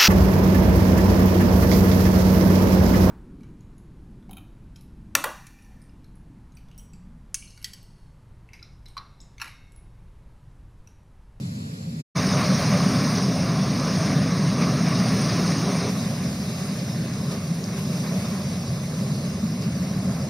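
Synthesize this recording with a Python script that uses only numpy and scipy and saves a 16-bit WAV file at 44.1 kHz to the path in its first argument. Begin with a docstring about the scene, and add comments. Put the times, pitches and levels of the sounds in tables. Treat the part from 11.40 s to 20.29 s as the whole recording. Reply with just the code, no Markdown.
"""A mudslide pours down a street, heard in three passages: far off in stereo, a short silence,
close in mono, then a little further back in stereo. In each, boulders and mud rumble as low noise;
gravel, splinters and spray rush above as collision noise with brief tones, surging in patches.
From the close passage on, the rumble swells in low bursts (enveloped sines), waves of debris break
(brief level rises) and stones crack (struck modes)."""
import sys
import numpy as np
from scipy import signal
from scipy.fft import rfft, irfft, next_fast_len
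from scipy.io import wavfile
from scipy.ndimage import uniform_filter1d

SR = 44100
rng = np.random.default_rng(int(sys.argv[2]) if len(sys.argv) > 2 else 0)


def store_pcm(level_fs):
    """Save levels as 16-bit WAV."""
    pcm = np.round(np.clip(level_fs, -1, 1) * 32767).astype(np.int16)
    wavfile.write(sys.argv[1], SR, np.atleast_2d(pcm).T)


N = 392049


def amp(db):
    """dB to gain."""
    return 10 ** (np.asarray(db) / 20)


def rms_one(x):
    """Scale to rms 1."""
    return x / np.sqrt(np.mean(x ** 2) + 1e-20)


def band_filter(band_hz):
    """First-order Butterworth band-pass."""
    return signal.butter(1, band_hz, "band", fs=SR, output="sos")


def drift(size, rate_hz):
    """Slow random drift: noise at every 40th sample through a double one-pole low-pass; rms 1."""
    step, settle = 40, 2000
    r = np.exp(-2 * np.pi * rate_hz * step / SR)
    noise = rng.standard_normal(size // step + settle + 2)
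    slow = signal.lfilter([1], [1, -2 * r, r * r], noise)[settle:]
    return np.interp(np.arange(size) / step, np.arange(len(slow)), rms_one(slow))


def impacts(size, per_s, spread_db, share):
    """Countless collisions blur into noise; a share of the power stands out as uneven clicks."""
    sizes = amp(spread_db * np.minimum(rng.exponential(1, size), 5)) * rng.choice([-1, 1], size)
    clicks = rms_one(sizes * (rng.random(size) < per_s / SR))
    return np.sqrt(1 - share) * rng.standard_normal(size) + np.sqrt(share) * clicks


def brief_tones(size, band_hz, per_s, length_s):
    """Brief tones at random times and random pitches, anywhere in the band; rms 1."""
    start, pitch, turn, strength = rng.random((int(per_s * size / SR), 4)).T[:, :, None]
    steps = np.arange(int(length_s * SR))
    hz = band_hz[0] + pitch * (band_hz[1] - band_hz[0])
    tones = np.sin(2 * np.pi * (hz * steps / SR + turn))
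    grains = (strength + .5) * np.hanning(len(steps)) * tones
    at = ((start * size).astype(int) + steps) % size
    return rms_one(np.bincount(at.ravel(), grains.ravel(), size))


def patches(source, spectrum, surge_db, own_db, own_rate_hz, count, tilt_db=0, pivot_hz=1):
    """Colour the source; overlapping bands waver singly, with a shared surge and tilt; rms 1."""
    size, (hz, level_db) = len(source), np.transpose(spectrum)
    octave_axis = np.log2(np.maximum(np.fft.rfftfreq(size, 1 / SR), 1))
    coloured = rfft(source) * amp(np.interp(octave_axis, np.log2(hz), level_db))
    centres = np.linspace(np.log2(hz[0]), np.log2(hz[-1]), count)
    out = 0
    for band, octaves in zip(np.eye(count), centres - np.log2(pivot_hz)):
        gain = amp(own_db * drift(size, own_rate_hz) + tilt_db * octaves)
        out = out + irfft(coloured * np.interp(octave_axis, centres, band), size) * gain
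    return rms_one(out * amp(surge_db))


# stones and splinters: (time [s], level [dB])
CRACK_EVENTS = [(2.3971, -25), (5.7365, -33), (6.2401, -24), (6.2442, -33), (6.2765, -38), (8.2213, -31)]
# resonances of each crack: (frequency [Hz], level [dB], t60 [s])
CRACK_RESONANCES = [(4500, -6, 0.012), (5050, 2, 0.011), (5600, 2, 0.007), (6200, -1, .007)]
CRACK_CONTACT_S = .0006


def cracks():
    """Each crack strikes short modes, unevenly, over a brief contact."""
    s, peak_db = np.transpose(CRACK_EVENTS)
    chance_db = rng.normal(0, 1.5, (len(s), len(CRACK_RESONANCES)))
    out = np.zeros(N)
    contact = np.hanning(int(CRACK_CONTACT_S * SR) + 3)
    for (hz, level_db, t60_s), uneven_db in zip(CRACK_RESONANCES, chance_db.T):
        clicks = np.full(N, 1e-18)
        clicks[np.round(s * SR).astype(int)] = amp(peak_db + level_db + uneven_db)
        r, w = amp(-60 / (t60_s * SR)), 2 * np.pi * hz / SR
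        push = contact / contact.sum() * 2 * np.sin(w * np.arange(len(contact)))
        blows = signal.lfilter(push, 1, clicks)
        out += signal.lfilter([0, np.sin(w)], [1, -2 * r * np.cos(w), r * r], blows)
    return out


# breaking debris: (time of crest [s], rise [dB])
WAVE_CRESTS = [(0.99, 2), (1.78, 3), (3.22, 5), (5.2, 2.5), (5.92, 6), (6.38, 4.5), (6.53, 2.5),
               (6.86, 1.5), (8.23, 2.5)]
WAVE_RISE_S, WAVE_FALL_S = 0.015, 0.024   # time constants


def waves(t):
    """Each breaking wave rises fast and sinks back more slowly; dB."""
    s, rise_db = np.transpose(WAVE_CRESTS)
    since = t - s[:, None]
    return rise_db @ np.exp(-np.abs(since) / np.where(since < 0, WAVE_RISE_S, WAVE_FALL_S))


SIDE_SPECTRA = [
    [(35, -55), (60, -28), (187, -3), (343, -3), (586, 2), (2590, -9), (5210, -9), (7210, -18), (8680, -11),
     (9760, -11), (11200, -34), (13800, -17), (15500, -47)],
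    None,
    [(35, -56), (60, -26), (135, -32), (195, -24), (231, -20), (559, -3), (911, -11), (1550, -13),
     (1790, -21), (2590, 2.5), (3200, -6.5), (4300, -5), (5330, -14), (6100, -2.5), (7210, -0.5),
     (8890, -4.5), (10200, -17.5), (15500, -13)],
]
# per passage: (level against the rush [dB])
SIDE_LEVELS_DB = [5.5, 0, -3]
# gravel's lean to the right, last passage: (low [Hz], high [Hz], share moved across [1])
RIGHT_LEAN = (320, 1500, 0.18)


def sides(shot, surge, gravel, gravel_gain, spray_gain):
    """Separate wavering noise makes left and right differ; it follows gravel and spray levels."""
    side = patches(rng.standard_normal(len(surge)), SIDE_SPECTRA[shot], .7 * surge,
                   own_db=1.0, own_rate_hz=6.6, count=12)
    side = side * np.sqrt(gravel_gain * spray_gain) * amp(SIDE_LEVELS_DB[shot])
    if shot == len(PASSAGES) - 1:
        low_hz, high_hz, share = RIGHT_LEAN
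        side = side - share * signal.sosfilt(band_filter((low_hz, high_hz)), gravel_gain * gravel)
    return side


# per passage: (frequency [Hz], relative density [dB/Hz])
SPRAY_SPECTRA = [
    [(1820, -56), (3100, -23), (4260, -8.5), (6210, -16.5), (6820, -15), (7300, -10.5), (8180, -19),
     (8990, -31), (11000, -17), (12500, -26), (13300, -46), (14700, -25), (15500, -36)],
    [(1820, -14.5), (3100, -14.5), (3700, -8), (4460, -6.5), (4970, -2.5), (5420, -2), (6510, -8),
     (6920, -19.5), (7300, -29), (7910, -27.5), (9240, -9.5), (9820, -20), (10000, -23), (11200, -32.5),
     (13100, -25.5), (15500, -32)],
    [(1820, -42), (3100, -15), (3790, -6), (4460, -5), (4840, -1.5), (5420, -1), (6460, -8), (6740, -11.5),
     (6870, -24), (7300, -29), (8800, -16), (9100, -13.5), (9490, -11), (10100, -11), (11800, -15),
     (15500, -29.5)],
]
SPRAY_TONES = 0.39   # amplitude of brief tones against hiss


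def spray_rush(shot, surge):
    """Dense fine collisions hiss, with brief tones among them; rms 1."""
    size = len(surge)
    hiss = impacts(size, per_s=7000, spread_db=3.0, share=0.13)
    tones = brief_tones(size, (2000, 15500), per_s=700, length_s=0.048)
    return patches(hiss + SPRAY_TONES * tones, SPRAY_SPECTRA[shot], 0.59 * surge,
                   own_db=1.5, own_rate_hz=14.0, count=24)


# per passage: (frequency [Hz], relative density [dB/Hz])
GRAVEL_SPECTRA = [
    [(180, -29), (300, -14), (328, -10), (528, -0.5), (901, -17), (1130, -15.5), (1450, -21.5),
     (2470, -12.5), (3200, -24), (4160, -53), (7040, -120)],
    [(180, -58), (300, -14.5), (348, -9), (396, -0.5), (455, -5.5), (606, -2.5), (703, -5.5), (910, -14),
     (1020, -7.5), (1140, -6.5), (1390, -13), (2310, -14.5), (2520, -18.5), (2800, -19), (3000, -26.5),
     (3200, -31), (4160, -44), (7040, -120)],
    [(180, -65), (300, -9.5), (345, -7.5), (388, -2), (455, -6), (612, -3.5), (660, -6.5), (717, -7.5),
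     (780, -11), (910, -16), (1090, -9.5), (1390, -17), (1580, -16), (2240, -17), (2520, -20), (2800, -23),
     (3200, -30), (4160, -29), (7040, -120)],
]


def gravel_rush(shot, surge, tilt_db):
    """Sparser collisions rattle in wavering bands; rms 1."""
    hits = impacts(len(surge), per_s=900, spread_db=3.0, share=0.17)
    return patches(hits, GRAVEL_SPECTRA[shot], 0.47 * surge, own_db=1.7, own_rate_hz=9.6, count=14,
                   tilt_db=tilt_db, pivot_hz=800)


# low swells, the loudest bursts of the rumble: (time [s], envelope peak level [dB], pitch [Hz])
LOW_SWELLS = [(1.26, -14, 140), (1.45, -19, 200), (2.005, -16.5, 180), (2.096, -28, 166.6),
              (2.643, -17, 202.5), (2.753, -12, 158.3), (3.397, -16, 164.3), (4.083, -22, 164),
              (4.331, -17, 196), (4.834, -20.5, 163), (5.79, -21.5, 171.4), (5.875, -21, 161),
              (6.099, -18.5, 173.4), (7.694, -22, 144.5), (8.026, -19.5, 216), (8.27, -18, 182),
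              (8.552, -22.5, 170), (8.663, -14.5, 191)]
SWELL_PEAK_S = 0.015   # from onset to envelope peak


def low_swells():
    """Each low tone swells and dies within several cycles; random starting phase."""
    out, since = np.zeros(N + SR), np.arange(SR // 5) / SR
    shape = since ** 2 * np.exp(-2 * since / SWELL_PEAK_S)
    shape /= shape.max()
    for s, peak_db, hz in LOW_SWELLS:
        tone = np.sin(2 * np.pi * (hz * since + rng.random()))
        out[round(s * SR):][:len(since)] += amp(peak_db) * shape * tone
    return out[:N]


SQUEEZE_SHARE, SQUEEZE_S = 0.18, 0.0095   # share of swings removed, averaging time


def squeeze(x):
    """Gain follows short-time power and evens out the roar; rms 1."""
    power = uniform_filter1d(x ** 2, max(int(SQUEEZE_S * SR), 1)) + .05
    return rms_one(x * power ** (-SQUEEZE_SHARE / 2))


# per passage: (frequency [Hz], relative density [dB/Hz])
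RUMBLE_SPECTRA = [
    [(12, -65), (20, -37), (43, -38), (61, -30), (90, -12.5), (155, -5), (247, -12.5), (340, -32.5),
     (440, -29.5), (750, -120)],
    [(12, -72), (20, -38), (37, -34), (60, -23.5), (129, -2.5), (150, -0.5), (192, 1.5), (217, -6.5),
     (259, -5.5), (340, -19), (440, -34.5), (750, -120)],
    [(12, -70), (20, -36), (43, -38), (57, -25), (88, -11.5), (130, -3.5), (184, -1), (199, -2.5),
     (250, -10), (285, -17), (317, -19.5), (340, -29.5), (440, -47), (750, -120)],
]


def boulder_rumble(shot, surge, tilt_db):
    """Boulders and mud mass: low noise in wavering bands, squeezed dense; rms 1."""
    noise = rng.standard_normal(len(surge))
    rumble = patches(noise, RUMBLE_SPECTRA[shot], 0.3 * surge, own_db=1.2, own_rate_hz=5.8, count=14,
                     tilt_db=tilt_db, pivot_hz=170)
    return squeeze(rumble)


# where rumble meets gravel: (low [Hz], high [Hz])
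LOW_MIDDLE_BAND = (305, 473)
# (time [s], lift [dB])
LOW_MIDDLE_LIFT = [(0.1, -1.2), (0.32, 1.2), (0.6, -0.95), (1.2, -2.1), (2.2, 0.28), (3.1, -0.91),
                   (3.7, -0.26), (4.3, 1.1), (5.0, 0.091), (5.8, 0.68), (6.8, 1.2), (7.6, 0.077),
                   (8.2, -0.99), (8.8, -0.94)]


def lift_low_middle(mid, t):
    """Raise or lower the band by adding a zero-phase band-passed copy."""
    low_middle = signal.sosfiltfilt(band_filter(LOW_MIDDLE_BAND), mid)
    return mid + (amp(np.interp(t, *np.transpose(LOW_MIDDLE_LIFT))) - 1) * low_middle


# flow strength before waves, per passage: (time [s], rumble level [dB], gravel level [dB],
# spray level [dB], rumble tilt [dB/octave], gravel tilt [dB/octave])
FLOW_STRENGTH = [
    [(0.02, -30, -53, -51, .1, .1), (0.2, -31.5, -53.5, -51.5, .1, .1), (0.4, -33, -52.5, -52, .1, .1),
     (0.6, -28, -53.5, -52.5, 0.14, .1)],
    [(0.77, -21, -27.5, -32, -2, 0.0047), (1.0, -20, -28, -32, -1.5, 0.12),
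     (1.3, -21.5, -28.5, -32, -2, 0.35), (1.5, -20, -28, -32, 0, .1),
     (1.75, -22.5, -30.5, -33.5, 0.8, -0.31), (1.9, -21.5, -32.5, -35.5, 1, -.3),
     (2.05, -22, -30.5, -36, -1.8, -0.41), (2.4, -23, -31.5, -35, -1, -0.14),
     (2.65, -21.5, -30.5, -34.5, -0.5, 0.011), (2.9, -21.5, -32, -36, -0.87, 0.16),
     (3.25, -20, -31.5, -36, 2, -0.26), (3.55, -21, -30, -33.5, 0.5, 0.45),
     (3.85, -21, -30.5, -32.5, -0.5, 0.69), (4.0, -20.5, -30.5, -33, 0, 0.63),
     (4.2, -22, -31.5, -34, 1.5, 0.23), (4.47, -23.5, -31, -34.5, 0.5, -0.1)],
    [(4.52, -24.5, -35, -40, 3, 0.48), (4.9, -25, -38, -41.5, -0.3, .8),
     (5.25, -28.5, -38, -41.5, 0.5, 0.53), (5.6, -25, -38.5, -42.5, 0.5, 0.5),
     (5.9, -26, -39, -43.5, 1, -0.076), (6.25, -26.5, -39, -43, 0, -0.058),
     (6.6, -26, -37.5, -41, 1.5, 0.14), (7.1, -27, -37.5, -41.5, -2.5, -0.27),
     (7.5, -27, -39, -43, -1.5, -0.65), (7.8, -26, -38.5, -43, -1.1, -0.73),
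     (8.1, -25, -39.5, -45, -1, -0.098), (8.5, -24.5, -38, -44.0, -1.5, -0.61),
     (8.88, -25.5, -38.5, -45, -1, -0.66)],
]
WAVE_SPRAY_SHARE = 0.72   # share of the wave's dB rise


def mudslide(shot, t):
    """One passage: rumble, gravel and spray in the middle, separate rush at the sides if stereo."""
    size, (s, *columns) = len(t), np.transpose(FLOW_STRENGTH[shot])
    rumble_db, gravel_db, spray_db, rumble_tilt_db, gravel_tilt_db = [
        np.interp(t, s, column) for column in columns]
    wave_db = waves(t)
    gravel_gain = amp(gravel_db + wave_db)
    spray_gain = amp(spray_db + WAVE_SPRAY_SHARE * wave_db)
    # ripples of debris move all layers together
    surge = 0.5 * drift(size, 2.5) + 0.28 * drift(size, 35.5)
    rumble = boulder_rumble(shot, surge, rumble_tilt_db)
    gravel = gravel_rush(shot, surge, gravel_tilt_db)
    spray = spray_rush(shot, surge)
    mid = amp(rumble_db) * rumble + gravel_gain * gravel + spray_gain * spray
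    mid = lift_low_middle(mid, t)
    if SIDE_SPECTRA[shot] is None:
        return np.array([mid, mid])
    side = sides(shot, surge, gravel, gravel_gain, spray_gain)
    return np.array([mid + side, mid - side])


# (start [s], end [s], fade-in [s], fade-out [s], fade steepness [exponent])
PASSAGES = [(-.1, 0.631, .01, 0.031, 4.0), (.746, 4.512, 0.021, .025, 3), (4.485, 9.0, 0.009, .01, 1.6)]


def scene():
    """Passages with short fades, plus cracks and low swells in the centre."""
    out = np.zeros((2, N)) + cracks() + low_swells()
    for shot, (start, end, fade_in, fade_out, steepness) in enumerate(PASSAGES):
        first, last = max(round(start * SR), 0), min(round(end * SR), N)
        t = (first + np.arange(next_fast_len(last - first))) / SR
        ramp = np.clip(np.minimum((t - start) / fade_in, (end - t) / fade_out), 0, 1)
        fade = np.sin(np.pi / 2 * ramp) ** steepness
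        out[:, first:last] += (fade * mudslide(shot, t))[:, :last - first]
    return out


CUTOFF_HZ = 15690


def record(dry):
    """Steep elliptic low-pass cuts the top."""
    return signal.sosfilt(signal.ellip(12, .5, 80, CUTOFF_HZ, fs=SR, output="sos"), dry)


dry = scene()
out = record(dry)
store_pcm(out)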